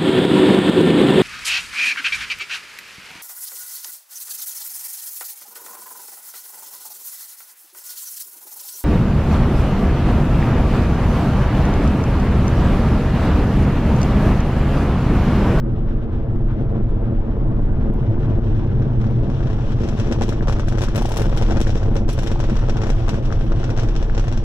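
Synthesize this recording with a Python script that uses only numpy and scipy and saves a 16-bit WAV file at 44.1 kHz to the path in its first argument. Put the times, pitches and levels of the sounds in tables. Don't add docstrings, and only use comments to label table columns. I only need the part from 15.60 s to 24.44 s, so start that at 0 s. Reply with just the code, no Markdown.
import sys
import numpy as np
from scipy import signal
from scipy.fft import rfft, irfft, next_fast_len
from scipy.io import wavfile
from scipy.ndimage import uniform_filter1d, minimum_filter1d

SR = 44100
rng = np.random.default_rng(int(sys.argv[2]) if len(sys.argv) > 2 else 0)


def volts_from_decibels(level):
    exponent = np.asarray(level, float) / 20
    return 10 ** exponent


def store_pcm(level_fs):
    pcm = np.round(np.clip(level_fs, -1, 1) * 32767).astype(np.int16)
    wavfile.write(sys.argv[1], SR, np.atleast_2d(pcm).T)


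N = 389844
PULSE_PAIR = np.array([[1], [0.6]])


def evened(x):
    return x / np.sqrt(np.mean(x ** 2) + 1e-20)


def read(points, hz):
    f, value = np.transpose(points)
    return np.interp(np.log(hz + 1), np.log(f + 1), value)


def causal(gain_db):
    ceps = irfft(np.maximum(gain_db, -110) * np.log(10) / 20)
    half = ceps.shape[-1] // 2
    ceps[..., 1:half] *= 2
    ceps[..., half + 1:] = 0
    return irfft(np.exp(rfft(ceps)))


def noise(colour, size, patchy_db):
    hz = np.fft.rfftfreq(size, 1 / SR)
    a, b, c, d, patch = rng.standard_normal((2 * N // size + 3, len(hz), 5), dtype=np.float32).T
    patch = evened(uniform_filter1d(uniform_filter1d(patch, size=6, axis=0), size=3, axis=1))
    gain = volts_from_decibels(read(colour, hz)[:, None] + patchy_db * patch)
    z = np.array([a + 1j * b, c + 1j * d]) * gain
    return evened(signal.istft(z, window="cosine", nperseg=size)[1][:, :N])


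# time in seconds, loudness in dB, depth in dB moved from throb to
# lowest rumble, shock strength in dB.
JET_COURSE = [(0, -18.5, 2, -74), (.06, -19, -2.5, -64), (.65, -17.5, 0.5, -63.5), (1.3, -18, -1, -63.5),
              (2.1, -16, 0, -61.5), (2.75, -15.5, -1.5, -56), (3.35, -17, -1.5, -57),
              (3.85, -17.5, -1, -52.5), (4.4, -17, -1.5, -48), (4.95, -17.5, 1.5, -53),
              (5.5, -19, -0.5, -50), (6.1, -11.5, 1.5, -45), (6.27, -13.5, -1, -49),
              (6.47, -17.5, 1.5, -59.5), (6.56, -18.5, -1, -50.5), (7.2, -16.5, 0, -48.5),
              (8.0, -16, 0, -51), (8.84, -18, 3, -52.5)]


def control(column, t):
    return np.interp(t, np.array(JET_COURSE)[:, 0], np.array(JET_COURSE)[:, column])


# frequency in Hz, level in dB.
MICROPHONE_HISS = [(1500, -19), (3000, 0.5), (6000, -9.5), (9000, -4), (16000, -11)]


def microphone_hiss():
    return volts_from_decibels(-83.5) * noise(MICROPHONE_HISS, size=1024, patchy_db=0.0)


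# start in seconds, level in dB.
DRY_TICKS = [(0.0044, -55), (0.7602, -55), (2.3263, -58), (2.3389, -45), (2.3474, -58), (2.3577, -55.5),
             (2.406, -56), (3.5104, -49), (5.366, -28), (5.5777, -27), (5.643, -38), (6.25, -46),
             (6.349, -39), (7.4105, -52), (7.856, -51.5), (8.249, -50.5), (8.472, -49.5), (8.66, -54)]


def ticks():
    out = np.zeros((2, N))
    for s, db in DRY_TICKS:
        first = round(s * SR)
        out[:, first:first + 3] += volts_from_decibels(db + 8.5) * np.array([1, -0.6, -0.2])
    return out


# time in seconds, level in dB,
# centre frequency in Hz.
GATHERED_THROB = [(0, -6.5, 125), (1.3, -11.5, 114.8), (2.25, -5.5, 97), (2.7, -3, 122.2), (3.0, 1, 110.1),
                  (3.35, 4, 112), (3.75, 0.5, 128), (4.2, -5, 118), (5.2, -6.5, 108.2), (6, -6, 99.5),
                  (7, -3.5, 117.9), (7.8, -6.5, 104.9), (8.84, -4, 115)]
GATHER_WIDTH_HZ, GATHER_STEADY = 20, 0.6


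def gathered(t):
    s, _, hz = np.transpose(GATHERED_THROB)
    a, b = rng.standard_normal((2, 2, N))
    slow = signal.sosfilt(signal.butter(2, GATHER_WIDTH_HZ, fs=SR, output="sos"), a + 1j * b)
    slow /= abs(slow) ** GATHER_STEADY + 1e-9
    turns = np.cumsum(np.interp(t, s, hz)) / SR
    return evened((slow * np.exp(2j * np.pi * turns)).real)


# frequency in Hz, level in dB.
RUMBLE_COLOUR = [(8, -14), (16, -8), (27, 0), (40, -1.5), (55, -8), (80, -22), (300, -77.5), (3000, -140)]
THROB_COLOUR = [(30, -32.5), (55, 2.5), (80, -4), (120, -1.5), (200, -11), (400, -19.5), (900, -57.5),
                (3000, -120)]
RUMBLE_DB, THROB_DB, GATHER_DB = -3, -8.5, -11


def rumble():
    t = np.arange(N) / SR
    loud_db, depth_db = control(column=1, t=t), control(column=2, t=t)
    deep = volts_from_decibels(loud_db + depth_db + RUMBLE_DB) * noise(RUMBLE_COLOUR, size=4096, patchy_db=-0.4)
    deep += volts_from_decibels(loud_db - depth_db + THROB_DB) * noise(THROB_COLOUR, size=4096, patchy_db=0.23)
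    gather_db = np.interp(t, *np.transpose(GATHERED_THROB)[:2]) + GATHER_DB
    return deep + volts_from_decibels(loud_db + gather_db) * gathered(t)


# frequency in Hz, level in dB.
ROAR_COLOUR = [(80, -37.5), (200, -1), (300, -2), (600, -12), (1000, -21), (1600, -28), (2200, -35.5),
               (5000, -58), (9000, -110)]
ROAR_DB, ROAR_PER_DEPTH, ROAR_PER_SHOCK = -15.5, -0.12, 0.12


def roar():
    t = np.arange(N) / SR
    shock_db = control(column=3, t=t)
    jumps = volts_from_decibels(1.5 * np.minimum(rng.exponential(1, N), 3)) * (rng.random(N) < 110 / SR)
    colour = causal(read(ROAR_COLOUR, np.fft.rfftfreq(4096, 1 / SR)))
    blunt = evened(signal.oaconvolve(jumps, colour)[:N])
    steep = np.clip((shock_db + 60) / 14, 0, 1)
    mix = (1 - 0.35 * steep) * noise(ROAR_COLOUR, size=1024, patchy_db=1.5)
    mix = mix + (0.32 + 0.29 * steep) * blunt * PULSE_PAIR
    bright = signal.lfilter(*signal.butter(1, 450, "high", fs=SR), mix)
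    mix = (1 - 0.94 * steep) * mix + 1.28 * steep * bright
    level_db = control(column=1, t=t) + ROAR_DB + ROAR_PER_DEPTH * control(column=2, t=t)
    return volts_from_decibels(level_db + ROAR_PER_SHOCK * (shock_db + 56.0)) * mix


def leaned(jet):
    lean = 0.22 * np.clip((control(column=3, t=np.arange(N) / SR) + 62.0) / 12, 0, 1)
    square = signal.lfilter(*signal.butter(1, 15, "high", fs=SR), jet[0] ** 2)
    return jet + lean * square * np.array([[1], [0]])


# time in
# seconds, level in dB.
HUMP_ROWS = [(1.021, -5.5), (1.106, -14), (1.1258, -10.5), (1.1453, -9), (1.1561, -8.5), (1.1693, -6),
             (1.178, -9), (1.2108, -6.5), (1.2644, -12.5), (1.321, -10.5), (1.3684, -8),
             (1.4276, -8.5), (1.4386, -10.5), (1.4859, -8), (1.5104, -14.5), (1.53, -14.5),
             (1.5334, -9), (1.6925, -7), (1.6965, -8), (1.779, -8.5), (1.8103, -10.5),
             (1.8429, -14.5), (1.883, -13.5), (1.915, -10), (1.9195, -10), (1.9558, -20.5),
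             (1.9958, -11.5), (2.003, -6.5), (2.153, -11.5), (2.172, -16.5), (2.1964, -6.5),
             (2.2589, -7), (2.2807, -16), (2.31, -3.5), (2.3273, -10), (2.39, -12.5), (2.4082, -20.5),
             (2.472, -13.5), (2.5123, -7.5), (2.5418, -14.5), (2.6825, -7.5), (2.6945, -8.5),
             (2.7094, -6), (2.7862, -6.5), (2.7957, -1.5), (2.8302, -9), (2.889, -15), (3.0637, -2.5),
             (3.1316, -10.5), (3.174, -12.5), (3.2079, -7.5), (3.2374, -18), (3.2689, -13.5),
             (3.283, -19), (3.3222, -10.5),
             (3.4113, -11.5), (3.471, -10), (3.4863, -11.5), (3.5303, -11.5), (3.58, -11),
                     (3.5961, -13), (3.6349, -5.5), (3.6796, -7), (3.695, 2), (3.7184, -8), (3.8064, -12),
                     (3.8296, -9), (3.8589, -8.5), (4.1221, -19.5), (4.147, -11), (4.2182, -4.5),
                     (4.2354, -12), (4.257, -4.5), (4.3333, -12), (4.3521, -10), (4.4165, -7),
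                     (4.4334, -10.5), (4.4557, -8), (4.477, -14), (4.4839, -4.5), (4.503, -8.5),
                     (4.5201, -2), (4.5872, -5), (4.5984, -9.5), (4.6166, -14), (4.638, -6.5), (4.649, 0.5),
                     (4.6936, -5), (4.7631, -13), (4.7766, -10.5), (4.7938, -19), (4.81, -1.5),
                     (4.833, -6.5), (4.8846, -10.5), (4.8994, -15), (4.9255, -16), (4.9624, -6.5),
                     (4.9825, -8), (4.998, -6.5), (5.0841, -1), (5.125, -11.5), (5.1538, -7),
                     (5.1847, -19.5), (5.2402, -19.5), (5.2872, -11), (5.3576, -15), (5.3788, -8.5),
                     (5.393, -6), (5.415, -6), (5.4232, -13.5), (5.4534, -13),
             (5.488, -16.5), (5.5985, -8.5), (5.6169, -3), (5.656, -17), (5.6764, -6),
                      (5.6822, -2.5), (5.822, -8), (5.8412, -16.5), (5.887, -10), (5.902, -9.5),
                      (5.921, -17.5), (5.9247, -5.5), (5.945, -16.5), (5.974, -3), (6.0173, -8.5),
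                      (6.0166, 1.5), (6.0724, -6), (6.0782, -8.5), (6.1005, -7.5), (6.1343, -8),
                      (6.1595, -11), (6.166, -14.5), (6.1752, -9), (6.1811, -4), (6.2226, -6),
                      (6.2279, -14), (6.258, -14.5), (6.2945, -6.5), (6.3264, -9.5), (6.3585, -11.5),
                      (6.3891, -12.5), (6.4194, -10.5), (6.4988, -10), (6.5878, -2.5), (6.5953, -6),
                      (6.677, -18.5), (6.7258, -5.5), (6.9, -18), (6.9293, -4.5), (6.9645, -24.5),
                      (7.156, -15.5), (7.2088, -14.5), (7.247, -9), (7.4914, -17.5), (7.542, -16.5),
                      (7.557, -15.5), (7.5858, -9), (7.8461, -13), (7.9235, -12), (7.9515, -12.5),
                      (8.5853, -11.5)]
HUMP_S, HUMP_BAND_HZ, HUMP_DB, HUMP_DIRECT = 0.0012, [119, 1090], -0.5, 0.76
PULSE_PER_LOUD = 0.58
TWIN_S = 0.00895


def humps():
    s, db = np.transpose(HUMP_ROWS)
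    size = volts_from_decibels(db + HUMP_DB + PULSE_PER_LOUD * (control(column=1, t=s) + 19.5))
    train, t = np.zeros(N), np.arange(-1024, 1025) / SR
    np.add.at(train, (s * SR).astype(int), size)
    np.add.at(train, ((s - TWIN_S) * SR).astype(int), HUMP_DIRECT * size)
    band = signal.butter(1, HUMP_BAND_HZ, "band", fs=SR)
    hump = signal.filtfilt(*band, np.exp(-abs(t) / HUMP_S))
    return signal.oaconvolve(train, hump, "same") * PULSE_PAIR


def swings(rows, hz, rise_s, gain_db):
    out, t = np.zeros(N), np.arange(400) / SR
    for (s, db), wide in zip(rows, rng.uniform(0.62, 1.24, len(rows))):
        swing = np.sin(2 * np.pi * hz * wide * t) * t / rise_s * np.exp(1 - t / rise_s)
        loud_db = PULSE_PER_LOUD * (control(column=1, t=s) + 17)
        first = round(s * SR)
        out[first:first + 400] += volts_from_decibels(db + gain_db + loud_db) * swing
    return out * PULSE_PAIR


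# start in seconds, level in dB.
KNOCK_ROWS = [(4.397, -22.5), (4.561, -25), (4.614, -14), (4.633, -19.5), (4.689, -22), (4.722, -33),
              (4.856, -29), (4.871, -24), (4.914, -35), (4.998, -23), (5.116, -24), (5.175, -28),
              (5.215, -43), (5.349, -25), (5.358, -25), (5.413, -18), (5.421, -14), (5.453, -13),
              (5.486, -19), (5.507, -23), (5.516, -17), (5.567, -17.5), (5.595, -24), (5.669, -27),
              (5.702, -21.5), (5.716, -21.5), (5.758, -24), (5.765, -20), (5.812, -22), (5.947, -30),
              (6.004, -13), (6.014, -27.5), (6.157, -19), (6.293, -22), (6.341, -27), (6.361, -18),
              (6.492, -24), (6.578, -36), (6.586, -31), (6.703, -27), (6.758, -18), (6.793, -24),
              (6.8, -18), (6.963, -24), (7.024, -28), (7.157, -21), (7.205, -33.5)]


def knocks():
    return swings(KNOCK_ROWS, hz=800, rise_s=0.0011, gain_db=-4)


# start in seconds, level in dB.
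SNAP_ROWS = [(4.7238, -23.5), (4.808, -22), (4.881, -21), (4.8967, -18), (4.9965, -20), (5.0335, -27),
             (5.0819, -22), (5.124, -27), (5.1824, -24), (5.235, -21), (5.2774, -31), (5.2838, -24),
             (5.652, -32), (5.7724, -27), (5.888, -27), (6.069, -19.5), (6.6697, -27), (6.8296, -26),
             (7.035, -29), (7.2906, -30), (7.4774, -22), (7.705, -28), (7.7242, -20), (7.92, -31),
             (8.0315, -25), (8.093, -25), (8.1913, -23), (8.4976, -26)]


def snaps():
    return swings(SNAP_ROWS, hz=1350, rise_s=0.00054, gain_db=-0.5)


# frequency in Hz, gain in dB.
PORT_COLOUR = [(800, -2.5), (1500, -0.5), (2100, -4), (2600, -1), (3400, 0), (4700, -6), (5300, -1),
               (5850, 1.5), (6350, -7), (7600, -6), (8600, -14.5), (9500, -12), (10500, -18), (16000, -21)]


def crackle():
    clump = evened(uniform_filter1d(uniform_filter1d(rng.standard_normal(N), size=900), size=900))
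    size = volts_from_decibels(1.2 * np.minimum(rng.exponential(1, N), 4) + 0.5 * clump)
    train = size * (rng.random(N) < 260 / SR)
    keep = volts_from_decibels(-120 / (0.15 * SR))
    envelope = np.sqrt(signal.lfilter([1 - keep], [1, -keep], train ** 2))
    hiss = envelope * rng.standard_normal((2, N))
    field = evened(train * PULSE_PAIR + volts_from_decibels(8.0) * hiss)
    hz, t, z = signal.stft(field, SR, nperseg=256)
    slope_db = read([(300, -22.0), (900, 11.0), (3000, 8.5), (8000, -0.5)], hz) + read(PORT_COLOUR, hz)
    top = read([(3500, 0.037), (9000, 0.82)], hz)[:, None]
    level_db = control(column=3, t=t)
    top_db = 1.04 * (level_db + 49.0) - 3.0
    z *= volts_from_decibels(slope_db[:, None] + level_db + 2.5 + top * top_db)
    return signal.istft(z, SR, nperseg=256)[1][:, :N]


# time in seconds, crack in dB, edge in dB relative to it, body in dB relative to it.
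SHOCK_ROWS = [(0.146, -45, -29.5, 1), (0.27, -43.5, -34, 19), (0.402, -46.5, -34, 14),
              (0.5196, -44, -21, 12), (0.878, -44.5, -31, 21), (0.9776, -44.5, -31, 14),
              (1.1392, -44.5, -25, 13), (1.424, -48, -10, 21), (2.1963, -43, -29.5, 15.5),
              (2.3793, -55.5, -18.5, 9), (2.5948, -53, -27, 4), (2.6297, -43, -37, 15.5),
              (2.87, -44.5, -33, 11), (2.994, -42.5, -41, 9), (3.063, -43.5, -26, 3.5),
              (3.2193, -40.5, -43, 9), (3.237, -44, -44, 1), (3.4133, -39, -32, 2),
              (3.441, -40.5, -30, 12), (3.4658, -40, -38, 3.5), (3.6988, -37.5, -31, 10.5),
              (3.7414, -41.5, -33, 1.5), (3.8035, -40.5, -36, 7), (3.8287, -39.5, -39, 6.5),
              (3.87, -39, -35, 7), (3.9, -39, -32, 9), (3.9299, -39, -28, 5.5), (4.014, -55.5, -28, -7),
              (4.095, -51, -20, -9), (4.1195, -38.5, -23, 2.5),
              (4.2148, -35.5, -29, 1), (4.2339, -33.5, -39, 3.5), (4.2868, -31, -23, -4),
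                  (4.3975, -28, -29, 0), (4.4687, -35, -40, 10.5), (4.5225, -26, -27, -1.5),
                  (4.6193, -24, -28, 5.5), (4.6357, -27.5, -20, -6), (4.6899, -27, -16, -8.5),
                  (4.7257, -36.5, -31, 4.5), (4.8245, -38, -36, 11), (4.8817, -27.5, -29, 4),
                  (4.8965, -32, -23, 10.5), (4.9235, -28, -23, 10), (4.962, -38.5, -31, 11),
                  (4.9954, -31, -27, -1), (5.084, -26.5, -18, -10.5), (5.1229, -36.5, -23, 10.5),
                  (5.153, -38.5, -27, 5), (5.1834, -29, -21, -0.5), (5.217, -24, -22, -4),
                  (5.2367, -26, -14, -2.5), (5.2852, -35, -21, 1.5), (5.3575, -24.5, -13, 2),
                  (5.377, -25.5, -14, 5), (5.3904, -35.5, -15, 4.5), (5.42, -31, -7, -7),
                  (5.4556, -27, -15, -10), (5.49, -34, 0, -7), (5.5181, -27, -16, -8.5),
              (5.5384, -35, -9, 5), (5.5696, -22, -9, -11), (5.5955, -29.5, -10, 5),
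                    (5.6176, -30, -10, 7.5), (5.6558, -34.5, -17, 10.5), (5.6932, -36, -17, 7),
                    (5.726, -39.5, -30, 16.5), (5.7733, -23.5, -18, -10.5), (5.8225, -26, -24, -0.5),
                    (5.9072, -30, -32, 8), (5.9206, -32, -36, 12), (5.969, -30.5, -34, 9.5),
                    (6.0128, -15.5, -15, -5.5), (6.0712, -24, -24, 1), (6.102, -22, -32, 11),
                    (6.1641, -23.5, -30, 2), (6.1753, -25, -28, 3.5), (6.229, -35.5, -28, 11),
                    (6.3639, -27.5, -26, 3), (6.4901, -27.5, -18, -2.5), (6.4972, -23, -15, -12.5),
                    (6.5288, -33.5, 5, -21), (6.588, -25, -19, 3), (6.6323, -31.5, -12, 0.5),
                    (6.6719, -26.5, -23, -6.5), (6.7151, -31, -23, 3), (6.802, -28, -30, -2),
                    (6.839, -34.5, -31, 8), (6.8968, -32.5, -26, 3.5), (6.964, -31, -31, 0),
                    (6.9882, -34, -39, 8.5), (7.037, -38.5, -40, 18),
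              (7.0948, -28, -34, 5), (7.1683, -34.5, -32, 8), (7.2161, -30, -37, 14),
                   (7.2341, -31.5, -34, 5), (7.2683, -33.5, -30, 6), (7.3011, -27.5, -22, 0.5),
                   (7.403, -41.5, -23, 10), (7.4909, -25, -23, 6.5), (7.541, -35, -31, 15),
                   (7.653, -34.5, -31, -9), (7.7243, -32.5, -41, 3.5), (7.8092, -39.5, -29, 6.5),
                   (7.9188, -38, -43, 14), (7.9902, -40, -21, -7), (8.0402, -30, -38, -4),
                   (8.1016, -32.5, -27, 4), (8.1742, -29.5, -36, -3), (8.1943, -24, -37, -4),
                   (8.2326, -35, -19, 5.5), (8.285, -32, -32, -1), (8.362, -27.5, -41, -7),
                   (8.4261, -32.5, -34, 1.5), (8.497, -39.5, -31, 2), (8.547, -34, -42, -0.5),
                   (8.5771, -27.5, -41, -0.5), (8.595, -27.5, -30, 5.5), (8.6406, -39, -19, 6.5),
                   (8.68, -32, -29, 1), (8.7243, -31.5, -30, -2.5), (8.774, -31.5, -33, -6.5)]
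DIRECT_DB, DIRECT_THUD_DB, DIRECT_EDGE_DB, DIRECT_HISS_DB = -5.5, 2.5, -1, -8
THUD_DB, THUD_SHARE, THUD_TOP_DB = 3.5, 0.79, -22.5


def arrivals():
    rows = SHOCK_ROWS
    s, crack_db, edge_db, body_db = np.tile(np.transpose(rows), 2)
    direct = np.repeat([1, 0], len(rows))
    crack_db = crack_db + DIRECT_DB * direct
    thud_db = THUD_DB + THUD_SHARE * body_db + DIRECT_THUD_DB * direct
    thud_db = np.minimum(thud_db, THUD_TOP_DB - crack_db)
    edge_db = edge_db + 2.5 + DIRECT_EDGE_DB * direct
    return s - TWIN_S * direct, crack_db, thud_db, edge_db, DIRECT_HISS_DB * direct


# frequency in Hz, abruptness from 0 to 1.
FRONT_ABRUPTNESS = [(300, 0.4), (1200, 0.93)]
# frequency in Hz, phase in radians.
FRONT_TWIST = [(350, 0), (800, -1.5), (3000, -1.5)]
EARLY = 400


def front_spectra(crack_db, thud_db, edge_db, hz, top):
    shape_db = read([(25, 1.0), (90, 23.5), (220, 10.0), (500, 12.5), (1200, -3.5), (2000, -5),
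                     (16000, -10.0)], hz) + read(PORT_COLOUR, hz)
    low = read([(1500, 0.83), (2800, 0.13)], hz)
    shape_db = shape_db + np.outer(thud_db + 6.5, low) + np.outer(edge_db + 17.5, top)
    dull = read([(3500, 0), (6000, 1.8)], hz)
    shape_db += np.outer(np.minimum(crack_db + 37.0, 0), dull)
    jumps = rfft(causal(shape_db + crack_db[:, None] + 24.5))
    phase = np.angle(jumps) * np.clip(read(FRONT_ABRUPTNESS, hz), 0, 1) + read(FRONT_TWIST, hz)
    return abs(jumps) * np.exp(1j * (phase - 2 * np.pi * hz * EARLY / SR))


# frequency in Hz, level in dB.
SCATTERED_HISS = [(300, -9), (1200, -0.5), (2500, 6), (6000, 6), (12000, 4)]
SWELL_S, TOP_T60_S = 0.022, 0.061
SMEARED_DB, FRONT_LATE_S = 3, 0.001008


def fronts():
    s, crack_db, thud_db, edge_db, hiss_db = arrivals()
    hz, t = np.fft.rfftfreq(8192, 1 / SR), np.arange(8192) / SR
    top = read([(6500, 0.006), (10000, 0.6)], hz)
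    jumps = front_spectra(crack_db, thud_db, edge_db, hz, top)
    brief = volts_from_decibels(-60 * t / TOP_T60_S) * (1 - np.exp(-t / 0.00099))
    fade = volts_from_decibels(-60 * t / 0.044) + volts_from_decibels(-8.5 - 60 * t / 0.23)
    fade *= signal.windows.tukey(16384, 0.4)[8192:] * (1 - np.exp(-t / 0.0009))
    swell = t / SWELL_S * np.exp(-t / SWELL_S)
    fade, swell = fade / np.linalg.norm(fade), swell / np.linalg.norm(swell)
    clean = np.clip((crack_db + 54.0) / 14, 0.05, 1.05)
    clean *= np.clip((control(column=3, t=s) + 67.0) / 11, 0.1, 1)
    scatter = volts_from_decibels(read(SCATTERED_HISS, hz))
    lasting, fleeting = scatter * (1 - top), scatter * top / np.linalg.norm(brief)
    starts = ((s + FRONT_LATE_S) * SR).astype(int) - EARLY
    out = np.zeros((2, N + 8192))
    for start, jump, db, share in zip(starts, jumps, hiss_db, clean):
        puff = rng.standard_normal((2, 8192))
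        sharp = min(share, 1)
        envelope = swell + sharp ** 2 * (fade - swell)
        hiss = lasting * rfft(puff * envelope) + fleeting * rfft(puff * brief)
        paths = share * PULSE_PAIR + hiss * volts_from_decibels(db + SMEARED_DB * (1 - sharp))
        out[:, start:start + 8192] += irfft(jump * paths)
    return out[:, :N]


def ground(x, share, dull_hz):
    b, a = signal.butter(2, dull_hz, fs=SR)
    delay = round(0.00866 * SR)
    late = np.pad(signal.lfilter(b, a, x), ((0, 0), (delay, 0)))[:, :N]
    return x + share * late


# frequency in Hz, share of sound common to both from 0 to 1.
PORT_LIKENESS = [(30, 1), (120, 0.97), (270, 0.87), (500, 0.84), (1300, 0.85), (2200, 0.43), (6000, 0),
                 (15000, 0.35)]
# frequency in Hz, left minus right in dB.
PORT_BALANCE = [(60, 0), (120, 0.5), (240, -1), (480, 1), (950, 1.5), (1890, 4.5), (3770, 1.5), (7520, 3.5),
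                (15000, -1.5)]
# frequency in Hz, lead of the left in radians.
PORT_LEAD = [(20, 0), (120, -0.2), (430, -.8), (1500, -0.96), (2300, -2.5), (4300, -1.5), (8000, -5.5),
             (16000, -8.5)]


def ports(pair):
    length = next_fast_len(N, real=True)
    length += length % 2
    hz = np.fft.rfftfreq(length, 1 / SR)
    common, unrelated = rfft(pair, length)
    angle = np.arccos(np.clip(read(PORT_LIKENESS, hz), 0, 1)) / 2
    tilt = volts_from_decibels(read(PORT_BALANCE, hz) / 2) * np.exp(0.5j * read(PORT_LEAD, hz))
    left = np.cos(angle) * common + np.sin(angle) * unrelated
    right = np.cos(angle) * common - np.sin(angle) * unrelated
    return irfft(np.array([left * tilt, right / tilt]))[:, :N]


def scene():
    jet = leaned(rumble() + roar())
    air = ground(jet + crackle(), share=0.51, dull_hz=820)
    air += humps() + knocks() + snaps() + fronts()
    return ports(air) + ticks() + microphone_hiss()


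def low_pass(x):
    return signal.sosfilt(signal.butter(12, 15840, fs=SR, output="sos"), x)


def record(dry):
    peak_db = 20 * np.log10(abs(dry).max(0) + 1e-9)
    fall = np.arange(N) * 128.0 / SR
    over_db = np.maximum(np.maximum.accumulate(peak_db + fall) - fall + 9.0, 0)
    over_db = -minimum_filter1d(-over_db, size=129)
    over_db = uniform_filter1d(uniform_filter1d(over_db, size=65), size=65)
    block = np.floor((np.arange(N) / SR - 0.00107) / (512 / 48000)).astype(int)
    step_db = 0.11 * rng.standard_normal(N // 400)[block + 1]
    held = dry / volts_from_decibels(over_db + step_db)
    soft = 0.5 * np.tanh(held / 0.45 * 1.198)
    edge = signal.firwin(1023, 15850, window=("kaiser", 9), fs=SR)
    mix = signal.oaconvolve(soft, edge[None], "same", axes=1)
    return low_pass(mix)


dry = scene()
out = record(dry)
store_pcm(out)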